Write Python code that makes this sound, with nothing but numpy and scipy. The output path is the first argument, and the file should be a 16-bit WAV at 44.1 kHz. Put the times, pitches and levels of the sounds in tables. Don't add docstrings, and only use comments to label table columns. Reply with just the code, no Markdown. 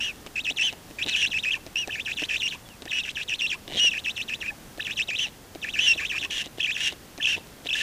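import sys
import numpy as np
from scipy import signal
from scipy.fft import rfft, irfft, next_fast_len
from scipy.io import wavfile
from scipy.ndimage import map_coordinates

SR = 44100
rng = np.random.default_rng(int(sys.argv[2]) if len(sys.argv) > 2 else 0)


def materialize(psi):
    bounded = np.clip(np.atleast_2d(psi).T, -1, 1)
    quanta = np.round(bounded * 32767).astype(np.int16)
    wavfile.write(sys.argv[1], SR, quanta)


N = 344862


def amp(db):
    return 10 ** (np.asarray(db) / 20)


def unit(x):
    return x / np.sqrt(np.mean(x ** 2) + 1e-20)


def wobble(rate_hz, size):
    points = rng.standard_normal(8192)
    return map_coordinates(points, [np.arange(size) * rate_hz / SR], mode="wrap")


def colour(x, points):
    size = next_fast_len(N + 8192)
    hz, db = np.transpose(points)
    gain = amp(np.interp(np.log(np.fft.rfftfreq(size, 1 / SR) + 1), np.log(hz), db))
    return irfft(rfft(x, size) * gain, size)[:N]


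def add(track, start_s, x):
    i = max(0, round(start_s * SR))
    track[..., i:i + x.shape[-1]] += x[..., :max(0, N - i)]


def contour(rows):
    times, *columns = np.transpose(rows)
    t = np.arange(times[0], times[-1], 1 / SR)
    return [np.interp(t, times, column) for column in columns]


def fade_db(t, attack_s, release_s):
    ramp = np.minimum(t / attack_s, (t[-1] - t) / release_s)
    return 20 * np.log10(np.clip(ramp, .01, 1))


# (frequency [Hz], gain [dB])
HUSH_COLOUR = [(12, -71), (20, -2), (92, -1), (161, -2.5), (224, -2.5), (681, -10), (761, -10.5),
               (1330, -14.5), (1660, -14), (2590, -18), (3320, -16.5), (3710, -18.5), (6120, -19.5),
               (10100, -23), (15300, -24.5)]
# (time [s], pitch [Hz], level [dB])
FAR_WHISTLE = [(2.645, 3510, -68), (2.661, 3420, -47), (2.685, 3150, -60.5), (2.71, 2830, -47),
               (2.76, 2427, -57)]


def forest():
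    out = amp(-46.5 + 0.61 * wobble(2.03, N)) * unit(colour(rng.standard_normal(N), HUSH_COLOUR))
    hz, db = contour(FAR_WHISTLE)
    pitch = hz * (1 + 0.0214 * wobble(303, len(hz)))
    add(out, FAR_WHISTLE[0][0], amp(db) * np.sin(2 * np.pi * np.cumsum(pitch) / SR))
    return out


def tree_echo(x, trunk_db, trunk_s, crowns_db, crowns_s):
    t = np.arange(SR) / SR
    trunk, crowns = rng.standard_normal((2, SR)) * amp(-60 * t / np.array([[trunk_s], [crowns_s]]))
    tail = amp(trunk_db) * trunk / np.linalg.norm(trunk)
    tail += amp(crowns_db) * crowns / np.linalg.norm(crowns)
    return x + signal.fftconvolve(x, tail)[:N]


# (time [s], half-length [s], level [dB])
LINING_SHIFTS = [(1.073, 0.033, -45), (1.294, 0.019, -43.5), (3.735, 0.056, -39), (6.268, 0.065, -48),
                 (7.383, 0.032, -44.5)]
# (frequency [Hz], gain [dB])
LINING_COLOUR = [(100, -15), (280, -5.5), (500, -9.5), (800, -12.5), (1300, -32), (5000, -31), (15000, -49)]
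TICK_COLOUR = [(300, 7), (1300, -2.5), (2600, -3), (3600, -1.5), (6000, -6), (9000, -13.5), (15000, -46)]


def nest():
    t = np.arange(N) / SR
    movement = sum(amp(db) * np.exp(-((t - s) / width) ** 2) for s, width, db in LINING_SHIFTS)
    rustle = unit(colour(rng.standard_normal(N) * amp(5.3 * wobble(180, N)), LINING_COLOUR))
    twigs = (rng.random(N) < 6 / SR) * rng.standard_normal(N)
    return movement * rustle + amp(-22) * colour(twigs, TICK_COLOUR)


# (time of the knock [s], knock level [dB], tick level [dB])
BILL_CLOPS = [(.271, -19, -28), (.511, -21, -29), (.734, -22, -28.5), (.91, -23.5, -37),
              (1.071, -20.5, -27), (1.672, -23.5, -29.5), (1.882, -18.5, -24), (2.228, -19, -25),
              (2.828, -25, -26.5), (2.862, -22.5, -27), (3.845, -22, -41), (4.783, -21, -32),
              (5.091, -24.5, -32), (5.557, -20.5, -32.5), (5.96, -25, -30), (6.221, -27, -35),
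              (6.466, -24, -27), (6.584, -19.5, -36), (6.931, -25, -27.5), (7.185, -21.5, -28),
              (7.659, -19, -34)]
# (frequency [Hz], gain [dB])
KNOCK_COLOUR = [(110, -47), (280, 7), (450, -2), (750, 0), (1200, -27.5), (2600, -8), (6000, -28)]


def bill_clops():
    knocks, ticks = np.zeros((2, N))
    t = np.arange(SR // 20) / SR
    for s, knock_db, tick_db in BILL_CLOPS:
        age = t / 0.0002
        push = 2.65 * (1 - age) * np.exp(-age)
        noisy_tail = amp(-60 * t / 0.032) * rng.choice([-1, 1], len(t))
        add(knocks, s, amp(knock_db) * (push + noisy_tail))
        add(ticks, s - .007, amp(tick_db + 4 - 60 * t / 0.015) * rng.standard_normal(len(t)))
    return colour(knocks, KNOCK_COLOUR) + colour(ticks, TICK_COLOUR)


# (middle time [s], pitch [Hz])
LOW_WHIMPERS = [(.645, 873), (1.572, 930), (2.553, 940), (3.553, 954), (4.525, 814), (5.27, 864),
                (6.021, 1190), (6.152, 1250), (6.259, 1045), (7.38, 970)]


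def whimpers():
    out = np.zeros(N)
    position = np.linspace(-1, 1, SR // 25)
    swell = amp(-42) * np.cos(np.pi * position / 2) ** 2
    for s, hz in LOW_WHIMPERS:
        pitch = hz * (1 - .06 * position + .1 * wobble(276, len(swell)))
        add(out, s - len(swell) / SR / 2, swell * np.sin(2 * np.pi * np.cumsum(pitch) / SR))
    return out


# (time of the slow end [s], time of the fast end [s], level at the fast end [dB])
SNAP_RUNS = [(0.735, .693, -28), (1.063, 1.099, -12), (2.59, 2.548, -41), (3.679, 3.797, -19),
             (5.293, 5.268, -27), (6.483, 6.44, -26.5), (6.575, 6.6, -27), (6.938, 6.9, -25),
             (7.396, 7.365, -27.5), (7.649, 7.672, -21.5)]
# (frequency [Hz], gain [dB])
CREAK_COLOUR = [(300, -25), (1200, -21), (1900, 2), (2800, -3), (3700, 8), (4600, -8), (5700, -7.5),
                (8000, -13.5), (15000, -43)]


def creaks(slow_hz=84, fast_hz=241):
    out = np.zeros(N)
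    t = np.arange(SR // 100) / SR
    ring = 0.66 * np.sin(2 * np.pi * 2900 * t)
    for slow_s, fast_s, fast_db in SNAP_RUNS:
        rate, db = contour(sorted([(slow_s, slow_hz, fast_db - 11.5), (fast_s, fast_hz, fast_db)]))
        cycle = np.floor(np.cumsum(rate) / SR)
        for i in np.flatnonzero(np.diff(cycle, prepend=-1)):
            snap = amp(-60 * t / .013) * (rng.standard_normal(len(t)) + ring)
            add(out, min(slow_s, fast_s) + i / SR, amp(db[i] + rng.normal(0, 1.6)) * snap)
    return colour(out, CREAK_COLOUR)


def syrinx(hz, db, rough, flutter_hz, flutter, jitter, shimmer_db,
           side_hz, side_db, second_db, third_db, fray, rasp_db):
    n = len(hz)
    rough = np.clip(rough, 0, 1)
    beat = np.sin(2 * np.pi * np.cumsum(flutter_hz * np.exp(0.331 * wobble(140.2, n))) / SR)
    pitch = hz * (1 + jitter * rough * (wobble(748.7, n) + .5 * beat) + 0.0064 * wobble(201.0, n))
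    phase = 2 * np.pi * np.cumsum(pitch) / SR
    tremble = 1 + np.clip(flutter * rough ** 0.61, 0, 1) * beat
    shimmer = amp(shimmer_db * rough * wobble(629.0, n))
    slow = np.sin(2 * np.pi * np.cumsum(side_hz * (1 + 0.2194 * wobble(296.7, n))) / SR)
    ragged = phase + fray * wobble(893.5, n)
    bite = amp(.15 * (db + 27) + 3 * wobble(220, n)) * (2800 / hz) ** 3
    overtones = amp(second_db) * np.sin(2 * ragged) + amp(third_db) * np.sin(3 * ragged)
    tone = np.sqrt(2) * (np.sin(phase) + bite * overtones) * (1 + amp(side_db) * rough * slow)
    tone *= 1 - 0.96 * rough ** 4
    wheeze = (rough ** 3 + .13) * unit(rng.standard_normal(n) * amp(2.5 * wobble(450, n)))
    to_edge_s = np.minimum(np.arange(n), np.arange(n)[::-1]) / SR
    level = amp(db) * unit(tremble * shimmer) * np.clip(to_edge_s / 0.00023, 0, 1)
    return level * np.array([tone, amp(rasp_db) * wheeze])


# (middle time [s], level [dB])
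VOICE_CRACKS = [(1.548, -35), (1.898, -35.5), (2.879, -39.5), (4.507, -38.5), (4.8, -31.5), (6.6, -38.5),
                (7.205, -33.5), (7.757, -30.5), (7.812, -31.5)]


def voice_cracks(hz=1789, length_s=0.014):
    out = np.zeros((2, N))
    t = np.arange(0, length_s, 1 / SR)
    for s, db in VOICE_CRACKS:
        level = db + fade_db(t, length_s / 2, length_s / 2)
        call = syrinx(np.full(len(t), hz), level, rough=0.45, flutter_hz=200, flutter=0.24, jitter=.1,
                      shimmer_db=2, side_hz=950, side_db=-14,
                      second_db=-24, third_db=-28, fray=.2, rasp_db=-2)
        add(out, s - length_s / 2, call)
    return out


# (time of the top [s], rise [s], fall [s], top pitch [Hz], level [dB])
PEEP_ARCHES = [(1.04, 0.019, 0.0068, 4050, -20), (1.108, 0.016, 0.054, 4250, -21),
               (1.525, 0.02, 0.022, 3270, -20.5), (1.758, 0.0018, 0.0044, 2830, -14),
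               (1.917, .014, 0.0174, 3100, -29), (2.888, 0.01, .036, 3860, -30.5),
               (4.819, 0.017, 0.013, 4010, -26), (4.935, 0.022, 0.0073, 3940, -30),
               (5.176, 0.031, 0.0093, 4050, -23.5), (5.187, 0.0033, .013, 3136, -21.5),
               (5.791, 0.0031, 0.01, 2870, -15), (5.946, 0.021, 0.006, 4000, -23.5),
               (6.302, 0.0029, 0.0117, 3504, -28), (6.617, 0.015, 0.0073, 3460, -20),
               (6.633, 0.0061, 0.019, 3310, -19.5), (6.658, 0.0067, .009, 3240, -20.5),
               (7.214, .007, 0.0105, 3130, -27), (7.233, 0.01, 0.021, 3480, -19),
               (7.264, 0.012, 0.013, 3320, -17.5), (7.677, 0.011, 0.0022, 3930, -22.5),
               (7.698, 0.011, 0.013, 3390, -22.5), (7.738, 0.011, .011, 3640, -17)]


def peeps(foot_hz=2390, edge_s=0.0039):
    out = np.zeros((2, N))
    for s, rise, fall, top_hz, db in PEEP_ARCHES:
        t = np.arange(0, rise + fall, 1 / SR)
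        arch = np.sin(np.interp(t, [0, rise, rise + fall], [0, np.pi / 2, np.pi]))
        pitch = foot_hz + (top_hz - foot_hz) * np.abs(arch) ** 1.5
        level = db - 5 * np.log2(pitch / foot_hz) + fade_db(t, edge_s, edge_s)
        call = syrinx(pitch, level, rough=0.14, flutter_hz=190, flutter=0.1, jitter=0.12,
                      shimmer_db=20, side_hz=1000, side_db=-9.5,
                      second_db=-19.5, third_db=-32, fray=0.22, rasp_db=-1.5)
        add(out, s - rise, call)
    return out


# (start [s], length [s], top pitch [Hz], pitch sag [0-1], level [dB],
# swell from start to end [dB], roughness [0-1])
LONG_CALLS = [(.002, 0.13, 2920, 0.35, -27.5, -5.5, 0.43), (0.619, 0.089, 3060, 0.26, -20.5, -0.5, 0.33),
              (1.082, 0.079, 2610, 0.02, -32, 5, 0.54), (1.159, 0.092, 2890, 0, -25.5, -4.5, .55),
              (1.548, 0.035, 2400, 0.1, -35, -6, 0.57), (1.763, 0.1, 2905, 0.29, -26.5, -10.5, 0.19),
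              (2.926, 0.1, 2942, 0.18, -27, 6, 0.22), (3.536, 0.036, 2450, .2, -39, -12, 0.65),
              (3.766, 0.047, 3260, .12, -21, 7, 0.18), (3.792, 0.11, 2922, 0.11, -16, 5.5, 0.15),
              (2.54, 0.035, 2460, .2, -43, -5, 0.64), (4.476, 0.038, 2540, 0.17, -27.5, 0, 0.07),
              (5.183, .09, 3050, 0.24, -23, 2, 0.41), (5.799, 0.11, 3043, 0.15, -19.5, 5, 0.38),
              (5.863, 0.077, 2773, 0.05, -16.5, 8.5, 0.15), (6.304, .133, 2914, .1, -27.5, 5, 0.69),
              (6.801, 0.1, 2842, 0.05, -24, 8.5, 0.63), (7.27, 0.1, 2823, 0.18, -23.5, -2.5, 0.55),
              (7.708, .028, 2650, 0.15, -27, 1, 0.1), (7.749, .1, 2702, 0, -27.5, 5, 0.73)]


def screeches(crest=.37, sag_db_per_octave=22):
    out = np.zeros((2, N))
    for s, length, top_hz, sag, db, swell_db, rough in LONG_CALLS:
        t = np.arange(0, length, 1 / SR)
        progress = t / length
        bend = 1 - sag * ((progress - crest) / (1 - crest)) ** 2
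        level = db + swell_db * (progress - .5) + sag_db_per_octave * np.log2(bend)
        level += fade_db(t, attack_s=0.0046, release_s=0.023)
        roughness = np.clip(rough + 0.22 * np.exp(-t / 0.0067), .01, 1)
        upper_ratio = 1.05 + .08 * np.sin(np.pi * progress)
        upper_db = 1.5 + 20 * np.log10(roughness)
        for ratio, share_db in (1, 0), (upper_ratio, upper_db):
            call = syrinx(top_hz * bend * ratio, level + share_db, roughness, flutter_hz=269.7,
                          flutter=.5, jitter=.05, shimmer_db=2.6, side_hz=956, side_db=-8,
                          second_db=-13.5, third_db=-26.5, fray=.2, rasp_db=0)
            add(out, s, call)
    return out


# (start [s], fall before it [s], length [s], pitch [Hz],
# level [dB], roughness [0-1])
YIP_DIPS = [(0.364, 0.0068, 0.025, 2535, -28, 0.19), (0.472, .03, 0.024, 2630, -26.5, 0.24),
            (0.591, .025, 0.036, 2630, -22.5, 0.26), (0.992, 0.0055, 0.031, 2490, -30.5, 0.34),
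            (1.221, 0.017, 0.037, 2710, -21.5, 0.34), (1.336, 0.029, 0.046, 2600, -26, .2),
            (1.451, .021, 0.045, 2514, -26, 0.2), (1.958, 0.033, 0.037, 2360, -33.5, 0.26),
            (2.077, 0.024, 0.037, 2500, -30, 0.45), (2.191, 0.026, 0.043, 2694, -29, 0.52),
            (2.301, 0.013, 0.056, 2606, -25.5, 0.52), (2.425, 0.03, 0.05, 2780, -24, 0.15),
            (2.528, .024, 0.0099, 2620, -32, 0.7), (2.921, .014, 0.063, 2645, -28.5, 0.43),
            (3.056, 0.025, 0.032, 2600, -33.5, 0.65), (3.174, .023, 0.037, 2560, -32, 0.57),
            (3.299, 0.018, 0.036, 2716, -26.5, 0.37), (3.414, 0.026, 0.047, 2766, -24, 0.13),
            (3.524, 0.037, 0.012, 2555, -24, 0.31), (3.941, 0.039, 0.035, 2520, -31, 0.4),
            (4.065, 0.023, 0.026, 2600, -27, 0.25), (4.182, 0.023, 0.029, 2720, -30, 0.31),
            (4.298, 0.016, .036, 2600, -31, 0.37), (4.429, 0.022, 0.042, 2410, -33.5, 0.36),
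            (4.875, 0.033, 0.031, 2510, -32.5, 0.42), (4.996, 0.032, 0.017, 2580, -23, 0.2),
            (5.109, 0.03, 0.029, 2475, -28.5, 0.14), (5.648, 0.027, 0.037, 2350, -34.5, 0.37),
            (5.761, 0.03, 0.033, 2440, -28, 0.33), (5.998, 0.027, 0.05, 2413, -29, 0.41),
            (6.121, 0.033, 0.057, 2456, -29, 0.4), (6.233, 0.029, 0.023, 2670, -28, 0.6),
            (6.668, 0.0073, 0.041, 2420, -27, 0.17), (6.772, .036, 0.043, 2630, -31, 0.75)]
# (stage [below 1 fall, 1-2 dip, above 2 rise], pitch [ratio], level [dB],
# roughness [ratio])
YIP_PATH = [(-.15, 1.58, -3.5, 0.27), (.1, 1.42, -8.5, 0.4), (0.212, 1.31, 1, 0.32), (.52, 1.02, 0.5, 0.35),
            (.65, 1.28, -0.5, 0.4), (0.849, 1, 5, 0.22), (1, .72, -5.5, 1), (1.138, .97, 2, 0.99),
            (1.5, 1, -2, 1.19), (1.86, 1.01, 2, 1), (1.999, .78, -4.5, 1.23), (2.15, 1.02, 5.5, 0.14),
            (2.55, 1.28, 0.5, 0.87), (2.9, 1.5, -1, 1.17), (3.3, 1.52, -5.5, 1.4)]


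def yips(rest_hz=2551, pause_s=.13, rise_s=.022, dying_s=0.0083, dying_db=-7.5, full_swoop_s=.028):
    out = np.zeros((2, N))
    stage, ratio, shape_db, rough_share = np.transpose(YIP_PATH)
    in_dip = np.abs(stage - 1.5) < .45
    next_starts = [row[0] for row in YIP_DIPS[1:]] + [np.inf]
    for (s, fall, hold, hz, db, rough), next_s in zip(YIP_DIPS, next_starts):
        ends_burst = next_s - s - hold > pause_s
        rise = dying_s if ends_burst else rise_s
        times = s + fall * np.minimum(stage - 1, 0) + hold * np.clip(stage - 1, 0, 1)
        times += rise * np.maximum(stage - 2, 0)
        reach = np.minimum(ratio, .8 + np.where(stage > 2, rise, fall) / full_swoop_s)
        pitches = hz * reach * (1 + np.where(in_dip, .012, .03) * rng.standard_normal(len(stage)))
        pitches += in_dip * 1.3 * (rest_hz - hz) * (stage - 1.5)
        glide_db = -17 + 0.41 * db
        levels = shape_db + np.where(in_dip, db, glide_db) + ends_burst * (stage >= 2) * dying_db
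        levels += rng.normal(0, 1.1, len(stage))
        pitch, level, roughness = contour(np.transpose([times, pitches, levels, rough_share * rough]))
        call = syrinx(pitch, level, roughness, flutter_hz=184.6, flutter=0.35, jitter=0.12,
                      shimmer_db=-1, side_hz=650, side_db=-3,
                      second_db=-14, third_db=-23, fray=.18, rasp_db=-1)
        add(out, times[0], call)
    return out


# (frequency [Hz], gain [dB])
TONE_COLOUR = [(900, -20), (1450, 2), (1750, 6.5), (2100, -8), (2600, 2), (3000, -5), (3500, -4),
               (4400, -14), (5100, -14.5), (5500, -2), (6500, -3), (9000, -9), (14000, -15)]
RASP_COLOUR = [(400, -12.5), (1250, -12.5), (1750, 2), (2100, 4.5), (2650, 8.5), (3300, 8.5), (4400, -1.5),
               (5100, -2), (5700, -1), (6800, -1.5), (9000, -10.5), (12000, -17), (15000, -43)]


def chick_voices():
    tone, rasp = yips() + peeps() + voice_cracks() + screeches()
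    return colour(tone, TONE_COLOUR) + colour(rasp, RASP_COLOUR)


def scene():
    birds = chick_voices() + whimpers() + creaks() + bill_clops() + nest()
    heard = tree_echo(birds, trunk_db=-16, trunk_s=.04, crowns_db=-27, crowns_s=.6)
    return (heard + forest())[None]


def record(dry):
    size = next_fast_len(N + 8192)
    hz = np.fft.rfftfreq(size, 1 / SR)
    return irfft(rfft(dry, size) * (hz < 15400), size)[..., :N]


dry = scene()
out = record(dry)
materialize(out)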